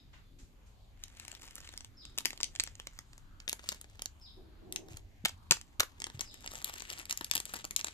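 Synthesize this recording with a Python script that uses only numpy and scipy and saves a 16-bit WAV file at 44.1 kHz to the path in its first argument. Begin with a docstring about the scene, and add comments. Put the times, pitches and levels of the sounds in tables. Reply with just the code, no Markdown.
"""A foil-lined sweet wrapper crackles in the hands, close to a pair of microphone ports.
Facets of the film buckle with short ringing snaps over a fine crinkle; nearby walls add a short tail.
A far bird chirps now and then, with swishes of grass, a faint whistle and soft knocks.
Low rumble and hiss are filtered noise; a dull swell is noise through a few low resonances."""
import sys
import numpy as np
from scipy import signal
from scipy.io import wavfile
from scipy.ndimage import uniform_filter1d

SR = 44100
rng = np.random.default_rng(int(sys.argv[2]) if len(sys.argv) > 2 else 0)


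def generate_wav(signal):
    """Clip the signal to [-1, 1] and save it as 16-bit WAV at the path in sys.argv[1]."""
    frames = np.transpose(np.atleast_2d(signal))
    scaled = np.clip(frames, -1, 1) * 32767
    pcm = np.round(scaled).astype(np.int16)
    wavfile.write(sys.argv[1], SR, pcm)


def amplitude_ratio(level_db):
    """Convert a level in decibels to the matching linear amplitude (field) ratio."""
    exponent = np.asarray(level_db, float) / 20
    return 10 ** exponent


N = 349713   # length in samples

# Colour of the rumble and hiss. Each row: frequency in Hz, relative level in dB per Hz.
AIR_COLOUR = [(12, -30), (20, 2), (72, 1.5), (158, -13.5), (262, -14), (434, -25), (897, -25), (1860, -30),
              (3740, -30), (4540, -40.5), (7520, -41), (9670, -56.5), (13500, -29), (16000, -51.5)]
# How alike the air is at the two ports. Each row: frequency in Hz, likeness (1 = the same, 0 = unrelated).
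AIR_LIKENESS = [(60, 0.76), (240, 0.75), (950, 0), (3770, 0.053), (15000, 0.73)]
# When the bird calls. Each row: start in seconds, level in dB before the distance is added.
BIRD_CALLS = [(-.13, -61), (1.964, -57), (4.206, -57), (6.242, -57)]
# The shape of one chirp. Each row: time into the chirp in seconds, pitch in Hz, relative level in dB.
CHIRP_SHAPE = [(0, 4550, -25), (.008, 5400, 1.5), (0.03, 4800, 0.5), (0.044, 4500, -12), (.058, 3780, 4),
               (0.074, 3100, -12.5), (.085, 3130, -21)]
# The hand brushes the grass. Each row: start in seconds, level in dB before the fade, upper edge in Hz.
GRASS_BRUSHES = [(0.129, -57, 3200), (.385, -61, 8000), (.66, -69.5, 8950)]
# A faint far whistle. Each row: time in seconds, pitch in Hz, level in dB.
WHISTLE_PATH = [(.2, 3600, -100), (.24, 3490, -78), (.32, 3460, -79), (.37, 3480, -100)]
# Soft knocks. Each row: start in seconds, level in dB before the fade, pitch in Hz.
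KNOCKS = [(0.431, -44, 83), (4.913, -40.5, 113.4), (4.943, -39.5, 104), (5.241, -34.5, 183),
          (5.509, -32, 159.6), (5.794, -32, 73), (6.146, -37, 124), (6.175, -40, 108)]
# How hard the hands work the film. Each row: time in seconds, fine crinkle level in dB.
HAND_WORK = [(.97, -70.5), (1.07, -67.5), (1.23, -61), (1.75, -62.5), (1.86, -73.5), (2.16, -71),
             (2.21, -68.5), (2.69, -69), (3.0, -68), (3.05, -76), (3.45, -74), (3.7, -57.5), (3.85, -70.5),
             (4.85, -75), (4.95, -50), (5.0, -73), (5.98, -71), (6.04, -68), (6.42, -61.5), (6.47, -56.5),
             (6.78, -53.5), (6.87, -55), (7.0, -45.5), (7.07, -59.5), (7.36, -60.5), (7.46, -64.5),
             (7.54, -48.5), (7.75, -71.5), (7.8, -46.5), (7.93, -65)]
# Where the hands are. Each row: time in seconds, head start of the left port in ms, left over right in dB.
HAND_PLACE = [(0, 0.059, -1), (1.5, .12, 3), (2.5, 0.11, 0.5), (3.502, 0.19, 1), (4.7, 0.25, -1),
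              (5.502, 0.11, -0.4), (6.2, .24, 3.6), (7.9, 0.26, 3)]
# Colour of the crinkle. Each row: frequency in Hz, relative level in dB per Hz.
FILM_COLOUR = [(300, -3.5), (900, -8.5), (2500, 4), (4700, -12.5), (7500, -8), (11000, -18.5),
               (14000, -11.5)]
# The clearest buckles of facets. Each row: time in seconds, level in dB, centre of the ringing in Hz,
# bass in dB against that level, top in dB against that level (both before a shared lift).
CLEAR_BUCKLES = [(1.038,-26,4270,-24,-14),(1.082,-42.5,5600,-18.5,-12),
                 (1.1706,-42.5,6400,-17.5,-13),(1.1986,-30,4600,-26.5,-11),(1.281,-32.5,6100,-15,-6),(1.3165,-35,6760,-28,-7),
                 (1.351,-35,3250,-26.5,-15),(1.456,-49,3950,-10,-11),(1.5096,-41.5,6500,-24,-10),(1.5554,-38,5500,-24,3.5),(1.6755,-36.5,2700,-19,-17),(1.691,-36.5,3200,-12,-18),
                 (1.739,-42.5,3900,-3,-22),(1.7768,-27.5,5800,-26,-12),(1.8073,-35.5,5460,-12.5,-19),(1.847,-34.5,3540,-16.5,-13),
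                 (2.0528,-37,4530,-13,-10),(2.178,-24.5,6200,-14,-18),(2.1856,-19.5,5450,-16.5,-5.5),(2.207,-38,5000,-6.5,-11),
                 (2.2504,-27,4000,-19,-13),(2.2563,-14.5,4600,-13.5,-7),(2.2672,-28,3500,-16,-12),(2.306,-26.5,4300,-18,-12),
                 (2.332,-34.5,2800,-7.5,-23),(2.3765,-38,4770,-15.5,-7),(2.4045,-31.5,3800,-2.5,-24),(2.4118,-29.5,5040,-16,-10),
                 (2.432,-16,5740,-23.5,-14.5),(2.4429,-22,5130,-25.5,-13),(2.5523,-35,4660,-10.5,-19),(2.5613,-31,3000,-14.5,-17),
                 (2.599,-14,4800,-24.5,-21),(2.6043,-20,4500,-20,-16),(2.6378,-25,7700,-20.5,0.5),(2.6518,-48,6700,-16,-3),(2.6655,-36,3300,-18,-21),
                 (2.675,-35,4500,-7,-23),(2.754,-41,6400,-16,-18),(2.7998,-31,3400,-11,-19),(2.871,-30.5,4070,-11,-10),
                 (2.9901,-31,5300,-11,-9.5),(3.1329,-45,4450,-6,-17),(3.18,-44,6200,-10,-8),(3.402,-39.5,4560,-12,-16),
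                 (3.4792,-22.5,3750,-12.5,-17.5),(3.4893,-34,6000,-9,5.5),(3.4955,-17.5,7100,-27.5,-9),(3.5176,-35,4900,-13,-21),
                 (3.5294,-24,5530,-12.5,-5),(3.594,-40,3730,-2.5,-12),(3.69,-18,5200,-20,-11),(3.7199,-30,5500,-7,-11),
                 (3.725,-31,4180,-9,-9),(3.8141,-38.5,7140,-12,2.5),(3.844,-43.5,2800,-2.5,-29),(3.994,-36.5,3900,-7,-20),
                 (4.0208,-26.5,5900,-14.5,-1.5),(4.0586,-25.5,5700,-14.5,-9),(4.725,-27,7600,-24.5,2),(4.7612,-23,4900,-18.5,-12),
                 (4.886,-46,4100,-1.5,-11),(4.9228,-51,4430,-6,-12.5),(4.9705,-37.5,6650,-9.5,-9.5),(5.2516,-18,4130,-11.5,-10),(5.256,-13,3350,-9.5,-13),
                 (5.2838,-33,5400,-17,-9),(5.2935,-32.5,4450,-9.5,-14),(5.5112,-7,4600,-17,-13),(5.5189,-15.5,6040,-6.5,-23),(5.569,-36.5,4300,-5.5,-17),
                 (5.6136,-33,5830,-19.5,-13),(5.7981,-18,3700,-13.5,-7),(5.8052,-12.5,3890,-7,-10),(5.832,-28,3400,-4.5,-18),
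                 (6.0022,-31,5500,-15,-16),(6.0195,-28,3500,-12.5,-17),(6.042,-21.5,2760,-19.5,-26),(6.0683,-33.5,4280,-2,-10.5),
                 (6.101,-38,3420,-4,-25),(6.1942,-29.5,3600,-6.5,-15),(6.2088,-20,7060,-23.5,-15),(6.2134,-29.5,4500,-5,-6),
                 (6.3426,-42,6900,-8.5,-4),(6.4434,-41,4200,-1,-19),(6.462,-30.5,2980,-8.5,-7.5),(6.4763,-28.5,2780,-14.5,-31),
                 (6.536,-39,5100,-1,-6),(6.555,-34.5,6200,-7,-10),(6.5874,-44.5,3230,-6,0),(6.6452,-21.5,6470,-21.5,0.5),
                 (6.6977,-40,4400,1.5,-4),(6.7391,-34,5730,-7,-2),(6.8052,-32,2940,-10,-20),(6.8215,-33,6400,-6,-5),(6.902,-25,4440,-23.5,-9),
                 (6.925,-36,3500,-7.5,-1),(6.9306,-29,3000,-19.5,-12),(6.968,-46,2390,-6,-8),(6.9845,-38,5330,-22.5,-5),(6.9906,-40.5,3500,1.5,5),(7.055,-32.5,4000,-32,-8),(7.097,-27,5800,-17.5,-8),
                 (7.1056,-34,4200,-10,-10),(7.11,-17,4800,-43,-8.5),(7.1264,-22.5,6000,-13.5,-8),(7.175,-25,6940,-21.5,-4),
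                 (7.2115,-30,3780,-1,-6),(7.2458,-24,4470,-26,-4),(7.313,-15.5,2970,-19.5,-7.5),(7.337,-29.5,4000,-5.5,-2),
                 (7.3531,-18,6500,-28.5,-2),(7.357,-21.5,4930,-10,-3.5),(7.3673,-21,3800,-15.5,-17),(7.3786,-21.5,4500,-15,-11),
                 (7.402,-26,6000,-9,-8),(7.4542,-27,6200,-34,-9),(7.5387,-31.5,3320,2.5,0),(7.542,-32,4400,-15,-6.5),
                 (7.557,-34.5,3486,-2.5,-22),(7.6443,-31.5,5500,-3.5,-17),(7.6512,-28.5,6140,-10.5,-1),(7.7094,-28.5,6430,-11.5,-3),
                 (7.7635,-14.5,6070,-26,-4.5),(7.7932,-30,4220,-18,-13),(7.8118,-28.5,5000,-17.5,-15),(7.8453,-21.5,6050,-9.5,-12),
                 (7.8705,-31,4200,-9.5,-29),(7.8839,-33,3350,-5,-26)]
# The dull swell over time. Each row: time in seconds, level in dB.
SWELL_LEVEL = [(4.3, -86), (4.348, -89), (4.378, -57), (4.594, -69), (4.626, -55.5), (4.836, -55.5),
               (5.15, -79.5)]
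# Resonances of the dull swell. Each row: frequency in Hz, width in Hz, relative level in dB.
SWELL_RESONANCES = [(201, 19, 6.5), (256, 20, 9), (323.3, 25, 14), (367, 12, 11.5), (507, 17, -8),
                    (611, 14, 4.5), (714, 51, -5)]
# Colour of the microphone ports. Each row: frequency in Hz, width in Hz, gain in dB.
PORT_COLOUR = [(7110, 1310, 6.5), (10400, 3100, -4)]

AIR_DB, AIR_LEFT_DB = -57, 0.5   # the rumble and hiss lean left
BRUSH_RISE_S, BRUSH_T60_S, BRUSH_LOW_HZ = 0.0039, 0.39, 700
PICKUP_S = 0.96    # the film is untouched before this
STILL_DB = -73     # handling below this leaves the film all but silent
STIR_DB, STIR_T60_S, STIR_CAP_DB = -29, 0.28, -70.5   # a clear buckle stirs a dying patter of creases
LEAD_IN_DB, LEAD_IN_T60_S = 5.5, 0.014   # and the crinkle swells briefly just before each clear buckle
FOLD_MS, FOLD_MS_PER_BASS_DB = 2.2, 0.0555   # bassier facets are larger and fold more slowly
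FLICKS_S, FLICK_LENGTH_S, FLICK_FOLD_MS = [5.245, 5.505, 5.79], 0.07, 4.0   # flicks fold whole panels
CLUMP_S = 0.012    # chance buckles come in threes, spread about this far
LESSER_OVER_DB, LESSER_SPREAD_DB = 10.5, 3.0   # how far chance buckles stand over the crinkle
LESSER_BASS_DB, LESSER_TOP_DB, LESSER_COLOUR_DB = -7.5, -8, 7
STEADY_TOP_HZ, ROLL_OFF_HZ = 15000, 14400   # where the steady sounds end, and where the whole mix rolls off


def in_time(rows):
    """Columns of a table, joined by straight lines, one value a sample."""
    s, *columns = np.transpose(rows)
    return [np.interp(np.arange(N) / SR, s, column) for column in columns]


def at_hz(points, hz):
    """A spectrum read on a log-frequency axis."""
    points = np.array(points)
    return np.interp(np.log(hz), np.log(points[:, 0] + 1), points[:, 1])


def rms_one(x):
    """Scaled to unit rms."""
    return x / np.sqrt(np.mean(x ** 2) + 1e-20)


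def drift(rate):
    """Slow random wander of spread about 1, with rate new points a second."""
    points = rng.standard_normal(800)
    return np.interp(np.arange(N) / SR * rate, np.arange(800), points)


def filtered(kind, order, hz, x):
    """A Butterworth filter of the given kind: low, high or band."""
    return signal.sosfilt(signal.butter(order, hz, kind, fs=SR, output="sos"), x)


def resonator(x, hz, r):
    """Ringing at one pitch: a two-pole filter whose swing shrinks by r each sample."""
    return signal.lfilter([1, 0, -1], [1, -2 * r * np.cos(2 * np.pi * hz / SR), r * r], x)


def tail(x, t60, cut_hz, gap_s):
    """Diffuse reflections, unrelated at the two ports, building over gap_s and dying away."""
    t = np.arange(SR // 2) / SR
    echoes = rng.standard_normal((2, SR // 2)) * amplitude_ratio(-60 * t / t60) * (1 - np.exp(-t / gap_s))
    echoes = signal.lfilter([1], [1, -np.exp(-2 * np.pi * cut_hz / SR)], echoes)
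    echoes = echoes / np.sqrt(np.sum(echoes ** 2) / 2)
    return signal.fftconvolve(x[None], echoes, axes=1)[:, :len(x)]


def air(patchy_db):
    """Half-octave bands of noise: alike at both ports in the bass, mostly unrelated hiss above."""
    out, edges = 0, 18 * 2 ** np.arange(0, 10, 0.5)
    white = rng.standard_normal((2, 2, N))
    for k, (low, high) in enumerate(zip(edges, edges[1:])):
        mid, side = filtered("band", 2, [low, high], white[k % 2])
        hz = np.sqrt(low * high)
        alike = np.clip(at_hz(AIR_LIKENESS, hz), -1, 1)
        gain = amplitude_ratio(at_hz(AIR_COLOUR, hz) + patchy_db * drift(4.8))
        # shared noise keeps its sign at both ports; the difference flips
        out = out + gain * (np.sqrt(1 + alike) * mid + np.sqrt(1 - alike) * side * [[1], [-1]])
    top = filtered("high", 2, edges[-1], white[1])
    return amplitude_ratio(AIR_DB) * rms_one(out + amplitude_ratio(at_hz(AIR_COLOUR, 13940)) * top)


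def bird(echo_db):
    """A falling whistle, smeared by the echoes of its distance; the first is heard only dying away."""
    early = SR // 5   # room for a call that starts before the scene
    t, out = np.arange(SR // 9) / SR, np.zeros(N + early)
    s, hz, level_db = np.transpose(CHIRP_SHAPE)
    phase = 2 * np.pi * np.cumsum(np.interp(t, s, hz)) / SR
    call = np.sin(phase) * amplitude_ratio(np.interp(t, s, level_db, right=-99))
    for start, call_db in BIRD_CALLS:
        at = round(start * SR) + early
        out[at:at + len(t)] += amplitude_ratio(call_db) * call
    echoes = tail(out, t60=0.41, cut_hz=4200, gap_s=0.0077)
    return (amplitude_ratio(-4.0) * out + amplitude_ratio(echo_db) * echoes)[:, early:]


def brushes():
    """Soft, short swishes of blades of grass: bands of noise that start fast and die away."""
    out = 0
    for s, level_db, top_hz in GRASS_BRUSHES:
        age = np.maximum(np.arange(N) / SR - s, 0)
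        swish = filtered("band", 2, [BRUSH_LOW_HZ, top_hz], rng.standard_normal((2, N)))
        fade = amplitude_ratio(level_db - 60 * age / BRUSH_T60_S) * (1 - np.exp(-age / BRUSH_RISE_S))
        out = out + rms_one(swish) * fade
    return out


def whistle():
    """A thin tone that sags a little: one sine wave following a drawn pitch."""
    hz, level_db = in_time(WHISTLE_PATH)
    return np.sin(2 * np.pi * np.cumsum(hz) / SR) * amplitude_ratio(level_db)


def thumps(t60, rise_s):
    """Soft low knocks: sine waves that die within a few cycles."""
    out, t = np.zeros(N + SR // 4), np.arange(SR // 4) / SR
    for s, level_db, hz in KNOCKS:
        at = round(s * SR)
        fade = amplitude_ratio(level_db - 60 * t / t60) * (1 - np.exp(-t / rise_s))
        out[at:at + len(t)] += np.sin(2 * np.pi * hz * t) * fade
    return out[:N]


def above(level_db, floor_db):
    """The part of a level that stands over a steady floor."""
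    return 10 * np.log10(np.maximum(amplitude_ratio(2 * level_db) - amplitude_ratio(2 * floor_db), 1e-12))


def busy(s):
    """Level in dB that the hands draw from the film at moments s."""
    work_db = np.interp(s, *np.transpose(HAND_WORK))
    return np.where(s < PICKUP_S, -120, above(work_db, STILL_DB))


def handling():
    """Level of the crinkle: the work of the hands, plus a brief swell before and patter after each buckle."""
    s, level_db = np.transpose(CLEAR_BUCKLES)[:2]
    kicks = np.full(N, 1e-18)   # powers, so every dB is doubled inside amp
    kicks[(s * SR).astype(int)] = amplitude_ratio(2 * np.minimum(level_db + STIR_DB, STIR_CAP_DB))
    stir = signal.lfilter([1], [1, -amplitude_ratio(-120 / (STIR_T60_S * SR))], kicks)
    # run backwards in time, the decay becomes a rise
    lead_in = signal.lfilter([1], [1, -amplitude_ratio(-120 / (LEAD_IN_T60_S * SR))], kicks[::-1])[::-1]
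    return 10 * np.log10(amplitude_ratio(2 * busy(np.arange(N) / SR)) + stir + amplitude_ratio(2 * LEAD_IN_DB) * lead_in)


def crinkle(level_db, per_s, clump_db, size_db, cycles, unlike):
    """Tiny creases come in clumps, each ringing a few small patches; some reach one port only."""
    lead_ms, side_db = in_time(HAND_PLACE)
    sizes = amplitude_ratio(size_db * np.minimum(rng.exponential(1, (3, N)), 4)) * rng.choice([-1, 1], (3, N))
    born = rng.random((3, N)) < per_s * amplitude_ratio(clump_db * drift(60.0)) / SR
    shared, left, right = sizes * born
    # the right port hears the shared creases, and the patches they ring, a little later
    delayed = np.round(np.arange(N) - lead_ms * SR / 1000).astype(int).clip(0)
    dealt, out = rng.integers(0, 18, (4, N)), 0   # up to four of 18 pitches for each crease
    late_dealt, late = dealt[:, delayed], shared[delayed]
    for k, hz in enumerate(np.geomspace(330, 13600, 18)):
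        r = amplitude_ratio(-60 / ((0.0006 + cycles / hz) * SR))
        left_clicks = (shared + unlike * left) * (dealt == k).any(0)
        right_clicks = (late + unlike * right) * (late_dealt == k).any(0)
        ring = resonator(np.array([left_clicks, right_clicks]) + 1e-18, hz, r)
        # each band's level wanders slowly at random, so the colour is patchy
        out = out + rms_one(ring) * amplitude_ratio(at_hz(FILM_COLOUR, hz) + 3.8 * drift(12.0)) * np.sqrt(hz)
    return rms_one(out) * amplitude_ratio(level_db + np.outer([0.5, -0.5], side_db))


def lesser_snaps(count):
    """Small buckles at chance moments, as strong as the hands are busy, each with its own colour."""
    when, size, pitch, low, high = rng.random((count, 5)).T
    clump_s = np.repeat(rng.random(count // 3), 3) * N / SR
    s = np.minimum(clump_s - CLUMP_S * np.log(when), (N - 1) / SR)
    level_db = busy(s) + LESSER_OVER_DB - LESSER_SPREAD_DB * np.log(size + 0.024)
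    bass_db = LESSER_BASS_DB + LESSER_COLOUR_DB * (2 * low - 1)
    top_db = LESSER_TOP_DB + LESSER_COLOUR_DB * (2 * high - 1)
    return np.transpose([s, level_db, 2800 * 2.5 ** pitch, bass_db, top_db])


def rings(hz, level_db, start_s, t60, lead_s, rise_s):
    """Damped sines, shape (events, modes), summed per event at both ports; peak 1 at the left."""
    t = np.arange(640, dtype=np.float32) / SR
    turn = (2 * np.pi * hz)[..., None].astype(np.float32)
    fall = (np.log(1000) / t60)[..., None].astype(np.float32)
    ports = []
    for late in (0 * lead_s, lead_s):
        age = np.maximum(t - (start_s + late[:, None])[..., None], 0).astype(np.float32)
        swing = np.exp(-fall * age) * np.minimum(age / rise_s, 1)
        ports.append(np.einsum("emt,em->et", np.sin(turn * age) * swing, amplitude_ratio(level_db)))
    ports = np.array(ports)
    return ports / np.abs(ports[0]).max(1)[:, None]


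def snaps(run_on, cycles, shortest_s, focus_db, bass_db, top_db, scatter_db):
    """Each buckle sets a scatter of patches of film ringing while the fold runs along."""
    s, level_db, centre_hz, low_db, high_db = np.vstack([CLEAR_BUCKLES, lesser_snaps(count=360)]).T
    flicked = (np.abs(s[:, None] - FLICKS_S - FLICK_LENGTH_S / 2) < FLICK_LENGTH_S / 2).any(1)
    fold_ms = np.where(flicked, FLICK_FOLD_MS, FOLD_MS + FOLD_MS_PER_BASS_DB * low_db)
    run_s = run_on * np.clip(fold_ms - 0.4, 0.1, 8)[:, None] / 1000
    moments, lead_ms, side_db = np.transpose(HAND_PLACE)
    lead_s = np.interp(s, moments, lead_ms) / 1000
    # each band: low edge in Hz, high edge in Hz, number of patches, level in dB against the snap
    bands = [(2000, 9000, 18, 0), (300, 2000, 8, low_db + bass_db), (9000, 14800, 8, high_db + top_db)]
    shape = 0
    for low, high, count, rel_db in bands:
        place, when, strength, aim = np.moveaxis(rng.random((len(s), count, 4)), 2, 0)
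        hz = low * (high / low) ** ((np.arange(count) + place) / count)
        patch_db = -focus_db * np.minimum(np.abs(np.log2(hz / centre_hz[:, None])), 1)
        patch_db = patch_db - 6.7 * np.log2(np.maximum(1400 / hz, 1))   # small facets radiate little bass
        patch_db = patch_db + 7 * strength - 11 * np.abs(when - 0.2)
        # facets beam their treble each its own way
        pan_db = np.interp(s, moments, side_db) + scatter_db * min(low / 3000, 1) * (2 * aim[:, 0] - 1)
        ring = rings(hz, patch_db, run_s * when, shortest_s + cycles / hz, lead_s, rise_s=0.0002)
        shape = shape + ring * amplitude_ratio(level_db + rel_db + np.outer([0.5, -0.5], pan_db))[..., None]
    out = np.zeros((2, N + 640))
    # the loudest part of each snap falls on its listed moment
    loudest = uniform_filter1d(np.sum(shape ** 2, 0), size=30)[:, :90].argmax(1)
    at = (np.round(s * SR).astype(int) - loudest).clip(0)[:, None] + np.arange(640)
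    for port in range(2):
        np.add.at(out[port], at, shape[port])
    return filtered("high", 2, 220, out[:, :N])


def swell(level_db, lumpy_db, unlike, cut_hz):
    """A dull, lumpy low noise in a few resonances that swells and fades."""
    white, out = rng.standard_normal((2, N)), 0
    for hz, width, top_db in SWELL_RESONANCES:
        r = np.exp(-np.pi * width / SR)
        out = out + amplitude_ratio(top_db) * (1 - r) * resonator(white, hz, r)
    out = filtered("low", 4, cut_hz, out)
    ports = out[0] + unlike * out[1] * [[1], [-1]]
    return rms_one(ports) * amplitude_ratio(level_db + lumpy_db * drift(14.0))


def scene():
    """Wrapper, its tail and the background; the steady sounds are cut off at the very top."""
    cracks = snaps(run_on=1.3, cycles=5.6, shortest_s=0.0066, focus_db=5.5,
                   bass_db=1.5, top_db=1.5, scatter_db=12)
    fine = crinkle(handling(), per_s=1500, clump_db=8, size_db=4.8, cycles=3.5, unlike=0.7)
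    walls = amplitude_ratio(-13.5) * tail((cracks + fine)[0], t60=0.16, cut_hz=8400, gap_s=0.0005)
    s, swell_db = np.transpose(SWELL_LEVEL)
    swell_db = np.interp(np.arange(N) / SR, s, swell_db, left=-99, right=-99)
    dull = swell(swell_db, lumpy_db=-2.0, unlike=0.82, cut_hz=950)
    far = bird(echo_db=3.5) + whistle()
    grass = brushes()
    outdoors = air(patchy_db=3.5) * amplitude_ratio([[AIR_LEFT_DB / 2], [-AIR_LEFT_DB / 2]])
    steady = fine + walls + dull + grass + far + outdoors
    steady = signal.sosfilt(signal.cheby2(12, 60, STEADY_TOP_HZ, fs=SR, output="sos"), steady)
    return cracks + steady + thumps(t60=0.068, rise_s=0.00068)


def roll_off(x):
    """The treble ends steeply here."""
    return signal.sosfilt(signal.butter(12, 16810, fs=SR, output="sos"), x)


def record(dry):
    """The microphone ports colour the treble, then the top is rolled off."""
    for hz, width, gain_db in PORT_COLOUR:
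        r = np.exp(-np.pi * width / SR)
        band = resonator(dry, hz, r) * (1 - r * r) / 2
        dry = dry + (amplitude_ratio(gain_db) - 1) * band
    rolled = filtered("low", 6, ROLL_OFF_HZ, dry)
    return roll_off(rolled)


dry = scene()
out = record(dry)
generate_wav(out)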